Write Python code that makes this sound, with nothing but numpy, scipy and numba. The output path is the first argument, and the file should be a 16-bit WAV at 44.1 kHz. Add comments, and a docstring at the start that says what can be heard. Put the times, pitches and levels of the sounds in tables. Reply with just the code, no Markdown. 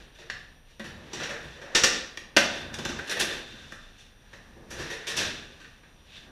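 """Knocks, slaps and rolling rumble of a skateboard on plywood ramps and concrete in a low basement.
Wheels chatter on the ground and knock over ramp edges and seams; the deck slaps down.
These forces ring floor, hollow ramps, deck, wheels and trucks; the bare room rings on.
A small camera's case colours it all with its resonances; the electronics hiss and whine faintly."""
import sys
import numpy as np
from scipy import signal
from scipy.fft import rfft, irfft, next_fast_len
from scipy.io import wavfile
from scipy.ndimage import uniform_filter1d
from numba import njit

SR = 44100
rng = np.random.default_rng(int(sys.argv[2]) if len(sys.argv) > 2 else 0)


def pcm_store(signal):
    """Save signal as 16-bit PCM."""
    levels = np.round(np.clip(np.atleast_2d(signal), -1, 1) * 32767)
    wavfile.write(sys.argv[1], SR, levels.astype(np.int16).T)


N = 278265

# Wheel, truck and tail strikes. 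Each row: start in seconds, level in dB, hollowness in dB,
# hardness in dB, rattle decay time in seconds, room send in dB.
BLOWS = [(.144, -64.5, -11, 7, 0.029, 1), (0.184, -60, 12, 5.5, 0.016, 5),
         (.218, -47.5, -26, -16, 0.012, -1), (0.299, -30.5, -15, -3.5, 0.006, -1),
         (.795, -37, 3.5, -5.5, 0.012, -0.5), (0.841, -44.5, 0.5, -2.5, 0.016, 6),
         (1.131, -42.5, 5, 7.5, 0.014, 1.5), (1.198, -34.5, -2, -6, 0.016, -12),
         (1.234, -43.5, 0, 10, 0.0078, 0), (1.291, -36, 0, -4, 0.017, 4.5), (1.441, -54, 12, -5, 0.015, -2),
         (1.615, -44, -2.5, -3.5, 0.011, 4.5), (1.748, -21.5, -5, 9, 0.026, -5),
         (1.8345, -21, -2, 10, 0.02, -5), (2.173, -32, -3.5, -0.5, 0.0042, -2),
         (2.3647, -17.5, 1, -2, 0.0076, 1.5), (2.3684, -9, -3.5, -7.5, 0.0076, -3.5),
         (2.731, -47, 9, -1, 0.0098, -11), (2.741, -41, -14, 9.5, 0.0078, -3.5),
         (2.786, -38, 6.5, 2.5, 0.012, -1.5), (2.85, -30, 0.5, 2.5, 0.012, -3.5),
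         (2.888, -35.5, 3, 2, 0.022, -8), (2.989, -31, -6.5, -9, 0.01, -20),
         (3.072, -46, -6, 5.5, .025, -10), (3.095, -39.5, -2, 9.5, 0.014, -1),
         (3.109, -29, -8, 0.5, 0.021, -13), (3.169, -34.5, 5.5, -2, 0.0075, -3),
         (3.194, -27.5, 0, 7, 0.034, -12.5), (3.721, -38, -3.5, -3.5, 0.0074, 0),
         (3.976, -63.5, -16, 8, 0.032, 5), (4.33, -46, 1, -4, 0.016, 0), (4.562, -66, 17, -9, 0.0082, 9),
         (4.702, -40, 2.5, 2, 0.033, -1), (4.786, -46, 10.5, 4.5, 0.022, 4.5),
         (4.9, -39.5, -1, -1, 0.012, 8), (5.068, -38.5, -3, 7.5, 0.02, 5),
         (5.162, -33.5, 5.5, 10.5, 0.049, -5.5), (5.601, -49, -7, -4, .012, 4.5),
         (5.643, -48.5, -10, -5, 0.01, 0.5), (5.832, -55, -3, -9, 0.012, 4)]
# Rolling force. Each row: time in seconds, level in dB, ground hollowness in dB, hardness in dB.
ROLLING = [(0, -55.5, 3, 2), (.12, -68, 3.5, -1), (.4, -58.5, -3, -5.5), (.64, -75.5, 7, 4),
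           (.71, -69, -1, 9), (.78, -73, 8, 9), (.9, -54, 1, -10), (1.0, -56.5, 6, -5), (1.1, -54, 3, -3),
           (1.24, -37.5, -3.5, -1), (1.36, -42, -10, -15), (1.52, -53.5, -1.5, 0.5), (1.7, -50.5, 1, -9),
           (1.95, -42.5, 0.5, 11.5), (2.12, -55.5, -2, -1), (2.33, -61, 3.5, -13), (2.55, -44.5, 0.5, 3.5),
           (2.72, -52, 6, -8), (2.93, -48, 8, 8), (3.07, -46.5, -0.5, -5), (3.2, -42, 0.5, 4),
           (3.34, -40.5, -1.5, 3), (3.45, -55, 4, 4), (3.7, -59.5, 2, 7), (4.15, -72.5, 4.5, 3.5),
           (4.35, -60.5, 1, -2), (4.66, -65.5, 10.5, 0), (4.8, -44.5, -3, 2), (5.04, -49.5, -6.5, -7),
           (5.25, -40, -2.5, -1), (5.5, -60, 4, 3), (5.75, -65, 2, 1.5), (6.04, -74.5, 11, 8.5),
           (6.169, -60.5, -4, 11), (6.31, -62, 10, -6)]
# Force on the hard parts against the deck. Each entry: offset in dB, dB per dB of hardness.
BLOW_HARD_SHARES = dict(wheels=(-2.1, 0.7), trucks=(-6, 1.18), grit=(-17.5, 0.93))
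ROLL_HARD_SHARES = dict(wheels=(0, 0.72), trucks=(-7.5, 0.81), grit=(-21.5, 0.51))
# Force on the concrete. Each: dB at a level of -50 dB, dB per dB of level, dB per dB of hollowness.
BLOW_FLOOR_SHARE, ROLL_FLOOR_SHARE = (-56, .45, .47), (-54.5, .67, .11)
# Changing ground. Each row: time in seconds, then gains in dB for floor, wheels and grit.
GROUND_GAINS = [(0, -1, -2, -2), (.15, -0.5, 4.5, 5), (.35, 4, 5, -7), (.72, 0, 1, 3), (.9, 8.5, 1.5, 1),
                (1.38, -6.5, -1, -4), (1.46, 7.5, 0, 4), (1.72, -13, -2, -7), (1.95, -11, -1.5, 0.5),
                (2.34, 1, 3.5, 1), (2.47, -6, 1.5, 3), (2.74, 7.5, 2, 2.5), (2.95, 9, -4.5, -4.5),
                (3.1, -12, 1.5, 6.5), (3.38, -0.5, -0.5, 6), (3.46, 4.5, 3, 3), (3.75, -2, -3.5, 1),
                (4.02, -3, 2.5, 1), (4.3, 0, -0.5, -1), (4.7, 8.5, -3.5, 3), (5.0, -6, 1, 3),
                (5.3, 1.5, 3, 2), (5.9, -1.5, -1, -3), (6.17, -1, 4.5, 4), (6.31, 0, 0, 0)]
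# Ringing by place under wheels and feet. Each row: time in seconds, ramp hollow in Hz,
# deck ring in Hz, deck ring lift in dB, bearing whirr lift in dB.
RING_PATH = [(0, 239, 1690, 4.5, -3), (.2, 440, 1700, 7.5, 4), (.33, 206, 1780, 8, -6),
             (1.0, 190, 1720, 4, -1), (1.12, 385, 1700, 2, -3), (1.2, 300, 1710, 5, -11),
             (1.33, 620, 1660, 0.5, 1), (1.47, 344, 1690, 3.5, 5), (1.66, 604, 1680, 3, 3),
             (1.95, 296, 1910, 10, 1), (2.37, 260, 1790, 0.5, -4), (2.5, 530, 1750, 4, 6),
             (2.7, 217, 1570, 6.5, 7), (3.02, 273, 1530, 7, 4), (3.15, 416, 1760, 8, 0.5),
             (3.7, 227, 1560, 8, 12), (4.5, 196, 1720, 5, -3), (5.08, 490, 1860, 6, 2),
             (5.2, 326, 1670, 8.5, 3.5), (5.68, 241, 1620, 6, 2), (6.31, 230, 1670, 6, 5)]
# Bands of floor, ramp, deck, wheels, trucks, grit. Each point: Hz before BODY_STRETCH, relative dB.
PART_BANDS = dict( floor=[(20, -48), (45, 3.5), (90, -4), (140, 4), (250, -46)], ramp=[(90, -39.5),
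              (160, 1), (300, -3), (700, -1), (1100, -6), (1600, -66)], deck=[(700, -20), (1150, -6),
              (1600, -2), (2200, -12), (3200, -42.5)], wheels=[(1500, -10), (2300, -0.5), (3500, 3),
              (4400, -8), (6000, -39)], trucks=[(3200, -4), (4600, 4.5), (6000, 1.5), (7500, -5.5),
              (10000, -51)], grit=[(5500, -14), (8000, 6.5), (11000, 0), (13500, -18.5), (15000, -51)], )
# Plywood modes, then deck and bearing modes, laid over all parts.
# Each row: centre and width in Hz before BODY_STRETCH, gain in dB.
RAMP_MODES = [(79, 27, 8), (207, 95, 3.5), (314, 62, -0.5), (346, 99, 2), (462, 120, 4), (670, 45, 0.5)]
DECK_MODES = [(815, 170, 0), (1086, 65, 2), (1390, 220, 2.5), (2345, 480, 2.5), (3580, 51, -0.5)]
# Basement decay. Each row: frequency in Hz, T60 in seconds.
BASEMENT_T60 = [(100, 0.64), (300, 0.56), (800, 0.66), (2000, 0.51), (5000, 0.55), (12000, 0.24)]
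# Case cavities. Each row: centre in Hz, width in Hz, gain in dB.
CASE_MODES = [(1860, 270, 3.5), (2655, 480, 3.5), (3546, 165, 3.5), (5760, 500, 7), (7100, 143, 2)]
# Rumble and hiss spectrum. Each row: frequency in Hz, relative density in dB.
NOISE_SPECTRUM = [(15, -12.5), (25, 8), (69, -1), (213, -14), (3630, -29), (5140, -86), (5720, -19),
                  (6720, -106), (9020, -33), (15000, -43)]
# Electronic whine. Each row: frequency in Hz, RMS level in dB.
WHINE_TONES = [(5846, -76), (8780, -80.5), (11700, -87), (14626, -98)]

IR_SAMPLES, BODY_STRETCH = 4096, 4512 / 4096


def blows():
    """Each blow is a short rattle of contacts. Returns direct and room-bound force per part."""
    near, far = np.zeros((2, 6, N + SR))
    t = np.arange(SR // 5) / SR
    slowness = np.array([3, 2.2, 1.4, 1, .6, .4])[:, None]  # heavy parts start slower
    for start_s, level_db, hollow_db, hard_db, decay_s, room_db in BLOWS:
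        contacts = bumps((6, len(t)), spread_db=2.5)
        rise_s = .0014 * (decay_s / .015) ** 2.12
        envelope = (1 - np.exp(-(t / (rise_s * slowness)) ** 1.2)) * np.exp(-t / decay_s)
        part_db = shares_db(level_db, hollow_db, hard_db, BLOW_FLOOR_SHARE, BLOW_HARD_SHARES)
        force = contacts * envelope * undb(part_db)[:, None]
        i = int(start_s * SR)
        near[:, i:i + len(t)] += force
        far[:, i:i + len(t)] += force * undb(room_db)
    return near[:, :N], far[:, :N]


def rolling():
    """Hard wheels chatter over the ground's grain in uneven patches. Returns force per part."""
    part_db = shares_db(*tracks(ROLLING), ROLL_FLOOR_SHARE, ROLL_HARD_SHARES)
    flicker_db = .9 * np.array([wander(rate_hz) for rate_hz in (25, 30, 35, 40, 45, 50)])
    patch_db = 1.3 * wander(rate_hz=35)
    return bumps((6, N), spread_db=1.92) * undb(patch_db + part_db + flicker_db)


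def shares_db(level_db, hollow_db, hard_db, floor_share, hard_shares):
    """Force level per part: hollow ground feeds floor and ramp, hard contact the top three."""
    base_db, per_level, per_hollow = floor_share
    floor_db = base_db + per_level * (level_db + 50) + per_hollow * hollow_db
    upper_db = [level_db + offset_db + per_hard * hard_db for offset_db, per_hard in hard_shares.values()]
    return np.array([floor_db, level_db + hollow_db, level_db] + upper_db)


def ground_gain():
    """The ground under the wheels scales the force on floor, wheels and grit."""
    floor_db, wheels_db, grit_db = tracks(GROUND_GAINS)
    flat = np.zeros(N)
    return undb([floor_db, flat, flat, wheels_db, flat, grit_db])


def bodies(force):
    """Each part rings in its band; ramp and deck also ring at a moving pitch, the bearings whirr."""
    hz = bin_hz(IR_SAMPLES) / BODY_STRETCH
    modes_db = peaks_db(RAMP_MODES, hz) + peaks_db(DECK_MODES, hz)
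    responses = np.array([impulse_response(curve_at(band, hz) + modes_db) for band in PART_BANDS.values()])
    floor, ramp, deck, wheels, trucks, grit = convolve(force * ground_gain(), responses)
    hollow_hz, deck_hz, deck_db, whirr_db = tracks(RING_PATH)
    ramp = .6 * resonate(ramp, hollow_hz, q=1.56, lift_db=8.5)
    deck = .76 * resonate(deck, deck_hz, q=8.5, lift_db=deck_db)
    wheels = resonate(wheels, np.full(N, 3550.), q=42., lift_db=whirr_db)
    return floor + ramp + deck + wheels + trucks + grit


def basement(sound, onset_s=.0023):
    """Dense wall echoes in half-octave bands, each dying at its own rate."""
    size = next_fast_len(SR)
    t, hz = np.arange(size) / SR, bin_hz(size)
    spectrum = rfft(rng.standard_normal(size))
    tail = np.zeros(size)
    for centre_hz in 30 * 2 ** np.arange(0, 9.5, .5):
        window = np.clip(1 - 2 * abs(np.log2(hz / centre_hz)), 0, 1)
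        t60_s = curve_at(BASEMENT_T60, centre_hz)
        tail += irfft(spectrum * window, size) * undb(-60 * t / t60_s) / np.sqrt(t60_s)
    tail *= 1 - np.exp(-t / onset_s)
    return convolve(sound, tail / np.linalg.norm(tail))


def case(sound):
    """Cavities in front of the microphone lift a few bands."""
    return convolve(sound, impulse_response(peaks_db(CASE_MODES, bin_hz(IR_SAMPLES))))


def electronics(noise_db=-56):
    """Wavering low rumble and hiss, with a thin, slightly unsteady whine."""
    size = next_fast_len(N)
    spectrum = rfft(rng.standard_normal(size)) * undb(curve_at(NOISE_SPECTRUM, bin_hz(size)))
    noise = unit_rms(irfft(spectrum, size)[:N])
    clock_s = np.cumsum(1 + .00111 * wander(rate_hz=25)) / SR
    whine = sum(np.sqrt(2) * undb(db) * np.sin(2 * np.pi * hz * clock_s) for hz, db in WHINE_TONES)
    return noise * undb(noise_db + .5 * wander(rate_hz=10)) + whine


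def bumps(shape, spread_db):
    """Dense contacts of uneven size, unit RMS."""
    return unit_rms(rng.standard_normal(shape) * undb(spread_db * rng.exponential(size=shape)))


def wander(rate_hz):
    """Random held steps, smoothed twice."""
    hold = int(SR / rate_hz)
    steps = np.repeat(rng.standard_normal(N // hold + 1), hold)
    return .46 * uniform_filter1d(uniform_filter1d(steps, hold), hold)[:N]


def resonate(x, hz, q, lift_db):
    """Lift a band around a per-sample centre."""
    return x + (undb(lift_db) - 1) * bandpass(x + 1e-18, hz, q)


@njit
def bandpass(x, hz, q):
    """State-variable filter, unity gain at the centre."""
    y = np.empty(len(x))
    band_state = low_state = 0.
    for i in range(len(x)):
        g = np.tan(np.pi * hz[i] / SR)
        band = (band_state + g * (x[i] - low_state)) / (1 + g * (g + 1 / q))
        band_state = 2 * band - band_state
        low_state += 2 * g * band
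        y[i] = band / q
    return y


def impulse_response(gain_db):
    """Minimum phase, unit energy."""
    cepstrum = irfft(gain_db * np.log(10) / 20, IR_SAMPLES)
    cepstrum[1:IR_SAMPLES // 2] *= 2
    cepstrum[IR_SAMPLES // 2 + 1:] = 0
    response = irfft(np.exp(rfft(cepstrum)), IR_SAMPLES)
    return response / np.linalg.norm(response)


def tracks(table):
    """One per-sample curve for each column after the time."""
    times_s, *columns = np.transpose(table)
    return [np.interp(np.arange(N) / SR, times_s, column) for column in columns]


def curve_at(points, hz):
    """Interpolate on a log-frequency axis."""
    points_hz, values = np.transpose(points)
    return np.interp(np.log(hz), np.log(points_hz), values)


def peaks_db(modes, hz):
    """Resonance humps on a flat response."""
    return sum(db / (1 + (2 * (hz - centre_hz) / width_hz) ** 2) for centre_hz, width_hz, db in modes)


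def convolve(x, response):
    return signal.oaconvolve(x, response, axes=-1)[..., :N]


def bin_hz(size):
    return np.maximum(np.arange(size // 2 + 1) * SR / size, 1)


def undb(db):
    return 10 ** (np.asarray(db) / 20)


def unit_rms(x):
    return x / np.sqrt(np.mean(x ** 2))


def scene(roll_room_db=-18.5):
    """Skateboard and echoes through the case, plus electronics; mono."""
    roll = rolling()
    near, far = blows()
    direct = bodies(near + roll)
    echoes = basement(bodies(far + undb(roll_room_db) * roll))
    return (case(direct + echoes) + electronics())[None]


def record(dry, cutoff_hz=15000):
    """The converter clips at full scale and cuts the top."""
    lowpass = signal.ellip(10, .2, 90, cutoff_hz, fs=SR, output="sos")
    return signal.sosfilt(lowpass, np.clip(dry, -1, 1))


dry = scene()
out = record(dry)
pcm_store(out)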